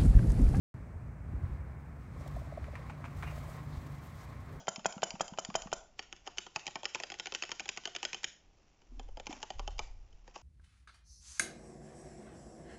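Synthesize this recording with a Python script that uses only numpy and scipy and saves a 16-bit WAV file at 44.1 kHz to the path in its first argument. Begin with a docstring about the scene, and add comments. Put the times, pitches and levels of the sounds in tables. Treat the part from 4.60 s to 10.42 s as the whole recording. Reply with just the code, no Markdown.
"""One hand typing on a plastic keyboard, close to a hand-held camera in a quiet room.
First seven even space bar clacks: a finger thud, then the hollow bar snaps up and its wire rattles.
From 1.4 s a fast run of letters: each press and release knocks the case and rings a keycap.
A pause at 3.7 s; from 4.2 s a few duller keys at the board's edge, while the moving camera rumbles.
Throughout, the walls answer faintly over a low hiss."""
import sys
import numpy as np
from scipy import signal
from scipy.fft import rfft, irfft, next_fast_len
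from scipy.io import wavfile
from scipy.ndimage import uniform_filter1d

SR = 44100
rng = np.random.default_rng(int(sys.argv[2]) if len(sys.argv) > 2 else 0)


def output_pcm(signal):
    """Save a mono or channel-first signal as 16-bit PCM at the path in sys.argv[1].

    Samples are clipped to [-1, 1] before scaling.
    """
    pcm = np.clip(np.atleast_2d(signal).T, -1, 1) * 32767
    wavfile.write(sys.argv[1], SR, np.round(pcm).astype(np.int16))


N = 256662
PREROLL = SR // 5  # samples; typing starts before t = 0
T = np.arange(2048) / SR  # time axis of one contact, s

# letter key down, and up against its stop: t/s, cap level/dB, knock level/dB, cap f/Hz
PRESSES = [(1.393, -40, -47, 3104), (1.5269, -45.5, -53.5, 3200), (1.6684, -55.5, -52, 3010),
           (1.8662, -52.5, -51, 3150), (1.9609, -35, -37.5, 2560), (2.078, -42.5, -44.5, 3100),
           (2.1564, -41, -39.5, 3140), (2.2327, -49.5, -45, 3240), (2.3478, -36, -44, 2460),
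           (2.3549, -43, -41.5, 3140), (2.401, -43.5, -45.5, 2220), (2.5016, -45, -56, 2350),
           (2.5197, -45, -46.5, 3140), (2.5415, -49.5, -54.5, 2060), (2.658, -43, -56, 2560),
           (2.6699, -42.5, -48, 3100), (2.7227, -43.5, -48.5, 3080), (2.824, -36, -50, 2590),
           (2.8362, -41, -48.5, 3140), (2.8927, -49, -52, 2100), (2.9966, -40, -56, 2450),
           (3.0033, -43.5, -46.5, 2960), (3.0571, -49, -53.5, 3330), (3.255, -37, -49.5, 2950),
           (3.2745, -44.5, -47, 3130), (3.3503, -43, -49.5, 2500), (3.363, -38.5, -55, 3110),
           (3.4298, -38.5, -42, 2890), (3.5316, -39.5, -54, 2540), (3.5454, -40, -50, 3040),
           (4.2185, -70, -73, 2980), (4.3958, -53.5, -48.5, 3320), (4.487, -69, -58, 3030),
           (4.572, -55, -46.5, 3180), (4.5988, -51, -47.5, 2400), (4.7281, -47.5, -47, 2370),
           (4.904, -45.5, -40.5, 3070), (5.077, -43.5, -40.5, 3030), (5.528, -70, -92, 3070),
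           (5.6781, -60, -55.5, 1810)]
RELEASES = [(1.6749, -45, -43.5, 2960), (1.7836, -35.5, -50, 3000), (2.0674, -40, -50, 2420),
            (2.2547, -34, -46.5, 3000), (2.4354, -40, -47, 3150), (2.5982, -38.5, -50, 3070),
            (2.749, -35.5, -50.5, 3030), (2.9171, -38, -47, 3140), (3.0906, -35, -50.5, 3140),
            (3.1742, -41.5, -48, 2720), (3.4512, -35, -47.5, 3140), (3.643, -33.5, -56.5, 3210),
            (4.6686, -43.5, -45, 2400), (4.829, -42.5, -42, 3050), (4.995, -47.5, -41.5, 2800),
            (5.1922, -38.5, -38.5, 2355), (5.7604, -53.5, -45, 3100)]
# space bar snaps up: t/s, reference level/dB
BAR_CLACKS = [(-.094, -25), (.081, -28.5), (.2565, -25.5), (.4307, -26), (.6073, -28), (.7858, -31.5),
              (.9526, -26.5), (1.1279, -29.5)]
# finger thuds: t/s, peak level/dB, f/Hz
THUDS = [(.001, -52, 208), (0.181, -40, 205), (0.3662, -37.5, 198), (0.54, -38.5, 193), (.7225, -39.5, 191),
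         (0.888, -35.5, 200), (1.058, -39.5, 195), (1.961, -49.5, 111), (2.158, -46.5, 190),
         (4.6942, -36, 289)]
# finger lands lightly between clacks: t/s, cap level/dB
LANDINGS = [(0.1598, -46), (0.3252, -52.5), (.506, -45), (.6805, -52), (0.8494, -45), (1.0205, -49)]
# timbre of light contacts: plate, knock and tick level/dB re cap, cap f/Hz
RESET_TIMBRE = (-9, -3, 1.5, 3050.5)
BAR_RESET_TIMBRE = (-4.5, -3, -5.5, 2400.5)
LANDING_TIMBRE = (-30, -8, 2, 3117.5)
SEATING_TIMBRE = (-7, 8.5, -5, 2949.5)
# modes of the keyboard's parts: f/Hz, relative level/dB, t60/s
PLATE_MODES = [(180, -2.5, 0.022), (277, -12.5, 0.045), (364, 4.5, 0.054), (405, -5, 0.07)]
CASE_MODES = [(550, -7.5, 0.037), (696, -13, 0.045), (797.4, 6, .032), (890, -12.5, 0.0043)]
CAP_MODES = [(1245, -7.5, 0.0031), (1495, -11, 0.078), (1918, -3.5, 0.015), (2350, 2, 0.0085),
             (2708, 10, 0.0068), (3090, -3, 0.051)]
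SWITCH_MODES = [(4810, -9, 0.035), (5300, 1, 0.015), (5890, -0.5, 0.006), (6280, -12.5, 0.0085),
                (6574, -3.5, 0.021)]
BAR_SHELL_MODES = [(190, -7.5, 0.077), (334, -10, 0.053), (599, -12, 0.069), (656, -1, 0.061),
                   (757, 1.5, 0.025), (990, -9, 0.015)]
BAR_CAP_MODES = [(1334, 16, 0.016), (1810, -26, 0.0023), (2400, 3, 0.026), (3140, 13, 0.023)]
BAR_WIRE_MODES = [(5120, -11, 0.013), (5750, -14, 0.0049), (6100, -8, 0.0063), (6460, -9.5, 0.0055),
                  (6966, 1, 0.0076)]
# fingers slide on caps, grip shifts, skin rubs the camera: t/s, hold/s, relative level/dB
SCUFFS = [(1.64, 0.034, -61), (3.97, 0.16, -91), (4.69, .03, -51.5), (4.75, 0.081, -62.5),
          (5.655, 0.012, -69), (5.735, 0.03, -54.5)]
GRIPS = [(.5, 0.075, -59.5), (.93, 0.052, -51), (1.6, 0.046, -63.5), (3.84, .02, -61.5), (4.29, 0.27, -44),
         (4.93, 0.28, -37.5)]
RUBS = [(4.3, 0.1, -60.5), (4.68, 0.049, -54.5)]
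# spectra of scuff, rumble, rub, wall echo, air and microphone hiss: f/Hz, relative level/dB
SCUFF_SPECTRUM = [(100, -31), (400, -2), (900, 6.5), (1700, -2), (2800, 3), (4000, -11), (5500, 2.5),
                  (7500, -6)]
RUMBLE_SPECTRUM = [(12, -5), (24, -7), (38, 2.5), (55, -19), (80, -14), (130, -33.5), (300, -71.5),
                   (1000, -100)]
RUB_SPECTRUM = [(100, -37), (210, -7), (265, 3), (330, -12), (500, -22), (2000, -41)]
ROOM_SPECTRUM = [(150, -2.5), (480, -2), (680, -6), (1050, -2.5), (1700, -0.5), (2900, -2.5), (4000, 0),
                 (7000, 0.5)]
HISS_SPECTRUM = [(15, -24), (25, -20.5), (55, -7), (93, -14), (193, -15.5), (272, -20), (293, -17.5),
                 (465, -22), (814, -23), (897, -30.5), (5570, -38), (8430, -44), (11000, -56.5),
                 (18500, -120)]
# tail decay: f/Hz, t60/s; near 690 Hz the board itself keeps ringing
ROOM_T60 = [(200, .28), (480, .33), (690, .56), (1100, .33), (2800, .34), (7000, .33)]


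def keys(contacts, plate_lag_s=0.0021, at_edge_s=4.0):
    """Each contact ticks the switch, rings the cap, knocks the case, then thumps the base plate."""
    t_s, plate_db, knock_db, cap_db, tick_db, cap_hz = columns(contacts)
    force = impact(t_s, chatter=0.77, fade_s=0.0027)
    cap_mode = gain_of(11 - 60 * T / 0.015) * np.cos(2 * np.pi * cap_hz * T)
    plate = ring(PLATE_MODES, force, detune=0.029, dense=2.3, dense_t60_s=0.21, crack=0.14)
    case = ring(CASE_MODES, force, detune=0.077, dense=3.55, dense_t60_s=0.06, crack=0.13)
    cap = ring(CAP_MODES, force, detune=0.03, dense=0.8, dense_t60_s=0.024, crack=0.45, extra=cap_mode)
    tick = ring(SWITCH_MODES, force, detune=0.025, dense=0.85, dense_t60_s=0.024, crack=0.25)
    # duller once the hand is at the board's edge
    knock = np.where(t_s < at_edge_s, band(case, 520, 1300), band(case, 440, 960))
    click = (at_level(knock, knock_db)
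             + at_level(band(cap, 1300, 3450), cap_db)
             + at_level(band(tick, 4500, 8500), tick_db))
    thump = at_level(band(plate, 110, 520), plate_db)
    return place(t_s, click) + place(t_s + plate_lag_s, thump)


def stroke(t_s, cap_db, knock_db, cap_hz, tick_rel_db, ordinary_db=-45):
    """Full stroke: the tick follows the cap, the plate follows the overall force."""
    force_db = (cap_db + knock_db) / 2 - ordinary_db
    plate_db = -54 + 0.55 * force_db
    return t_s, plate_db, knock_db, cap_db, cap_db + tick_rel_db, cap_hz


def touch(t_s, cap_db, timbre):
    """Light contact with the timbre of its kind."""
    plate_rel_db, knock_rel_db, tick_rel_db, cap_hz = timbre
    return t_s, cap_db + plate_rel_db, cap_db + knock_rel_db, cap_db, cap_db + tick_rel_db, cap_hz


def key_contacts(reset_lead_s=0.01, seat_lag_s=0.0135):
    """All contacts. A rising key resets its switch before the stop; a key seats after each thud."""
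    return ([stroke(*row, tick_rel_db=-4.5) for row in PRESSES]
            + [stroke(*row, tick_rel_db=-3) for row in RELEASES]
            + [touch(t_s - reset_lead_s, db - 19, RESET_TIMBRE) for t_s, db, _, _ in RELEASES]
            + [touch(t_s - reset_lead_s, db - 21.5, BAR_RESET_TIMBRE) for t_s, db in BAR_CLACKS]
            + [touch(t_s, db, LANDING_TIMBRE) for t_s, db in LANDINGS]
            + [touch(t_s + seat_lag_s, db - 20, SEATING_TIMBRE) for t_s, db, _ in THUDS])


def space_bar(knock_hz=780, knock_s=0.00051, lag_s=0.0012, rattle_s=0.0025):
    """The bar flexes once; its cap rings, its stabiliser wire rattles, the rebound rings its shell."""
    t_s, db = columns(BAR_CLACKS)
    flex_s = T - lag_s
    knock = -np.cos(2 * np.pi * knock_hz * flex_s) * np.exp(-0.5 * (flex_s / knock_s) ** 2)
    shell_force = impact(t_s, chatter=0.33, fade_s=0.011)
    shell = ring(BAR_SHELL_MODES, shell_force, detune=0.016, dense=1.64, dense_t60_s=0.051, crack=0.4)
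    cap_force = impact(t_s, chatter=1.16, fade_s=0.0041)
    cap = ring(BAR_CAP_MODES, cap_force, detune=0.049, dense=0.88, dense_t60_s=0.023, crack=0.19)
    shake = rng.standard_normal((len(t_s), len(T))) ** 3 * (T / rattle_s) ** 2 * np.exp(-T / rattle_s)
    wire = ring(BAR_WIRE_MODES, shake, detune=0.0073, dense=0.087, dense_t60_s=0.008, crack=0.73)
    clack = (at_level(knock, db - 3.5)
             + at_level(band(cap, 1200, 3350), db - 8)
             + at_level(band(wire, 4700, 7500), db - 8))
    hollow = at_level(band(shell, 150, 1600), db - 9)
    rebound_s = lag_s + 0.5 / knock_hz
    return place(t_s, clack) + place(t_s + rebound_s, hollow)


def impact(times_s, chatter, fade_s):
    """Force per stroke: one sharp hit, then loose plastic chattering."""
    bounces = rng.standard_normal((len(times_s), len(T))) ** 3 * np.exp(-T / fade_s)
    return (T == 0) + chatter * bounces / np.linalg.norm(bounces, axis=1, keepdims=True)


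def ring(modes, force, detune, dense, dense_t60_s, crack, extra=0, spread_db=2.5):
    """Struck part: clear modes varied per stroke, dense weak modes and a dry crack."""
    clear = extra
    for hz, db, t60_s in modes:
        weight, shift = columns(rng.standard_normal((len(force), 2)))
        envelope = gain_of(db + spread_db * weight - 60 * T / t60_s)
        clear = clear + envelope * np.cos(2 * np.pi * hz * (1 + detune * shift) * T)
    weak = rng.standard_normal(force.shape) * gain_of(-60 * T / dense_t60_s)
    response = at_level(clear, 0) + dense * at_level(weak, 0) + crack * at_level(T == 0, 0)
    return signal.fftconvolve(force, response, axes=1)[:, :len(T)]


def thuds(rise_s=0.0013, fade_s=0.0052):
    """A fingertip pushes the board against the desk: a few low cycles."""
    t_s, db, hz = columns(THUDS)
    envelope = (1 - np.exp(-T / rise_s)) ** 2 * np.exp(-T / fade_s)
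    return place(t_s, -gain_of(db) * envelope / envelope.max() * np.sin(2 * np.pi * hz * T))


def key_wobble(contacts, rel_db=-19, scrape_s=0.008, loose_s=0.03):
    """The stem scrapes in its guide before each contact; the loose cap ticks after it."""
    t_s, _, _, cap_db, _, _ = columns(contacts)
    friction = rng.standard_normal((len(t_s), len(T))) * np.exp(-T / scrape_s)
    scrape = band(friction, 900, 9200)[:, ::-1]  # reversed: swells into the contact
    lag, size = columns(rng.standard_normal((len(t_s), 2)))
    force = impact(t_s, chatter=0.93, fade_s=0.0027)
    tick = ring(CAP_MODES + SWITCH_MODES, force, detune=0.075, dense=0.48, dense_t60_s=0.0065, crack=0.22)
    return (place(t_s - T[-1], at_level(scrape, cap_db + rel_db))
            + place(t_s + loose_s * abs(lag), at_level(tick, cap_db + rel_db + 3 * size)))


def scuff(grain_db=3, resting_db=-75):
    """Skin catches and slips on matt caps: grainy hiss, a trace of it even at rest."""
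    grain = uniform_filter1d(rng.standard_normal(N), size=130)
    friction = noise(SCUFF_SPECTRUM) * gain_of(grain_db * grain / grain.std())
    return (gain_of(resting_db) + swells(SCUFFS)) * friction / friction.std()


def handling(steady_db=-74, grip_trim_db=-5):
    """The hand shifts on the camera: low rumble, soft rub."""
    grips = gain_of(grip_trim_db) * swells(GRIPS, attack_s=0.035, fade_db_per_s=41)
    rumble = (gain_of(steady_db) + grips) * noise(RUMBLE_SPECTRUM)
    return rumble + swells(RUBS) * noise(RUB_SPECTRUM)


def walls(x, gap_s=0.0097, build_s=0.027):
    """Diffuse tail after a short gap; each band decays at its own rate."""
    hz, t_s, bins = signal.stft(rng.standard_normal(SR), SR, nperseg=256)
    decay_db = 60 * t_s / log_interp(ROOM_T60, hz)[:, None]
    bins = bins * gain_of(log_interp(ROOM_SPECTRUM, hz)[:, None] - decay_db)
    tail = signal.istft(bins, SR, nperseg=256)[1]
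    tail *= np.clip((np.arange(len(tail)) / SR - gap_s) / build_s, 0, 1)
    return signal.fftconvolve(x, tail / np.linalg.norm(tail))[:len(x)]


def hiss(level_db=-71.1):
    """Still air and microphone noise."""
    return gain_of(level_db) * noise(HISS_SPECTRUM)


def noise(spectrum):
    """Steady shaped noise, rms 1."""
    size = next_fast_len(N, real=True)
    shape = gain_of(log_interp(spectrum, np.fft.rfftfreq(size, 1 / SR)))
    x = irfft(rfft(rng.standard_normal(size)) * shape, size)[:N]
    return x / x.std()


def swells(events, attack_s=0.019, fade_db_per_s=234):
    """Gain per sample: each event rises, holds, fades."""
    t_s = np.arange(N) / SR
    gain = np.zeros(N)
    for start_s, hold_s, db in events:
        rise = np.clip((t_s - start_s) / attack_s, 0, 1)
        gain += rise * gain_of(db - fade_db_per_s * np.maximum(t_s - start_s - hold_s, 0))
    return gain


def place(times_s, sounds):
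    """Sum timed sounds on a track that starts PREROLL samples early."""
    track = np.zeros(N + PREROLL)
    for t_s, sound in zip(np.ravel(times_s), sounds):
        start = max(round(t_s * SR) + PREROLL, 0)
        span = track[start:start + len(sound)]
        span += sound[:len(span)]
    return track


def at_level(x, db):
    """Scale each sound so its energy, spread over 10 ms, has this level."""
    return x * gain_of(db) / np.sqrt(np.sum(x ** 2, -1, keepdims=True) / (SR / 100) + 1e-20)


def band(x, lo_hz, hi_hz):
    """Band in which a part radiates."""
    return signal.sosfilt(signal.butter(2, [lo_hz, hi_hz], "band", fs=SR, output="sos"), x)


def gain_of(db):
    """dB to amplitude."""
    return 10 ** (np.asarray(db) / 20)


def log_interp(table, hz):
    """Interpolate on a log-frequency axis."""
    table_hz, values = np.transpose(table)
    return np.interp(np.log(hz + 1), np.log(table_hz + 1), values)


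def columns(table):
    """Event columns, shaped to broadcast against T."""
    return np.transpose(table)[:, :, None]


def scene(wet_db=-12.5, bar_to_walls_db=-0.5):
    """Mono mix. The keyboard radiates differently to front and back; both walls answer."""
    contacts = key_contacts()
    soft = key_wobble(contacts) + thuds()
    front, back = keys(contacts) + soft, keys(contacts) + soft
    bar_front, bar_back = space_bar(), space_bar()
    bar_send = gain_of(bar_to_walls_db)
    echo = (walls(front + bar_send * bar_front) + walls(back + bar_send * bar_back)) / np.sqrt(2)
    typing = (front + bar_front + gain_of(wet_db) * echo)[PREROLL:]
    return (typing + scuff() + handling() + hiss())[None]


def record(dry, cutoff_hz=7580):
    """Steep low-pass of the recorder."""
    lowpass = signal.firwin(191, cutoff_hz, window=("kaiser", 3.5), fs=SR)
    return signal.oaconvolve(dry, lowpass[None], "same")


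dry = scene()
out = record(dry)
output_pcm(out)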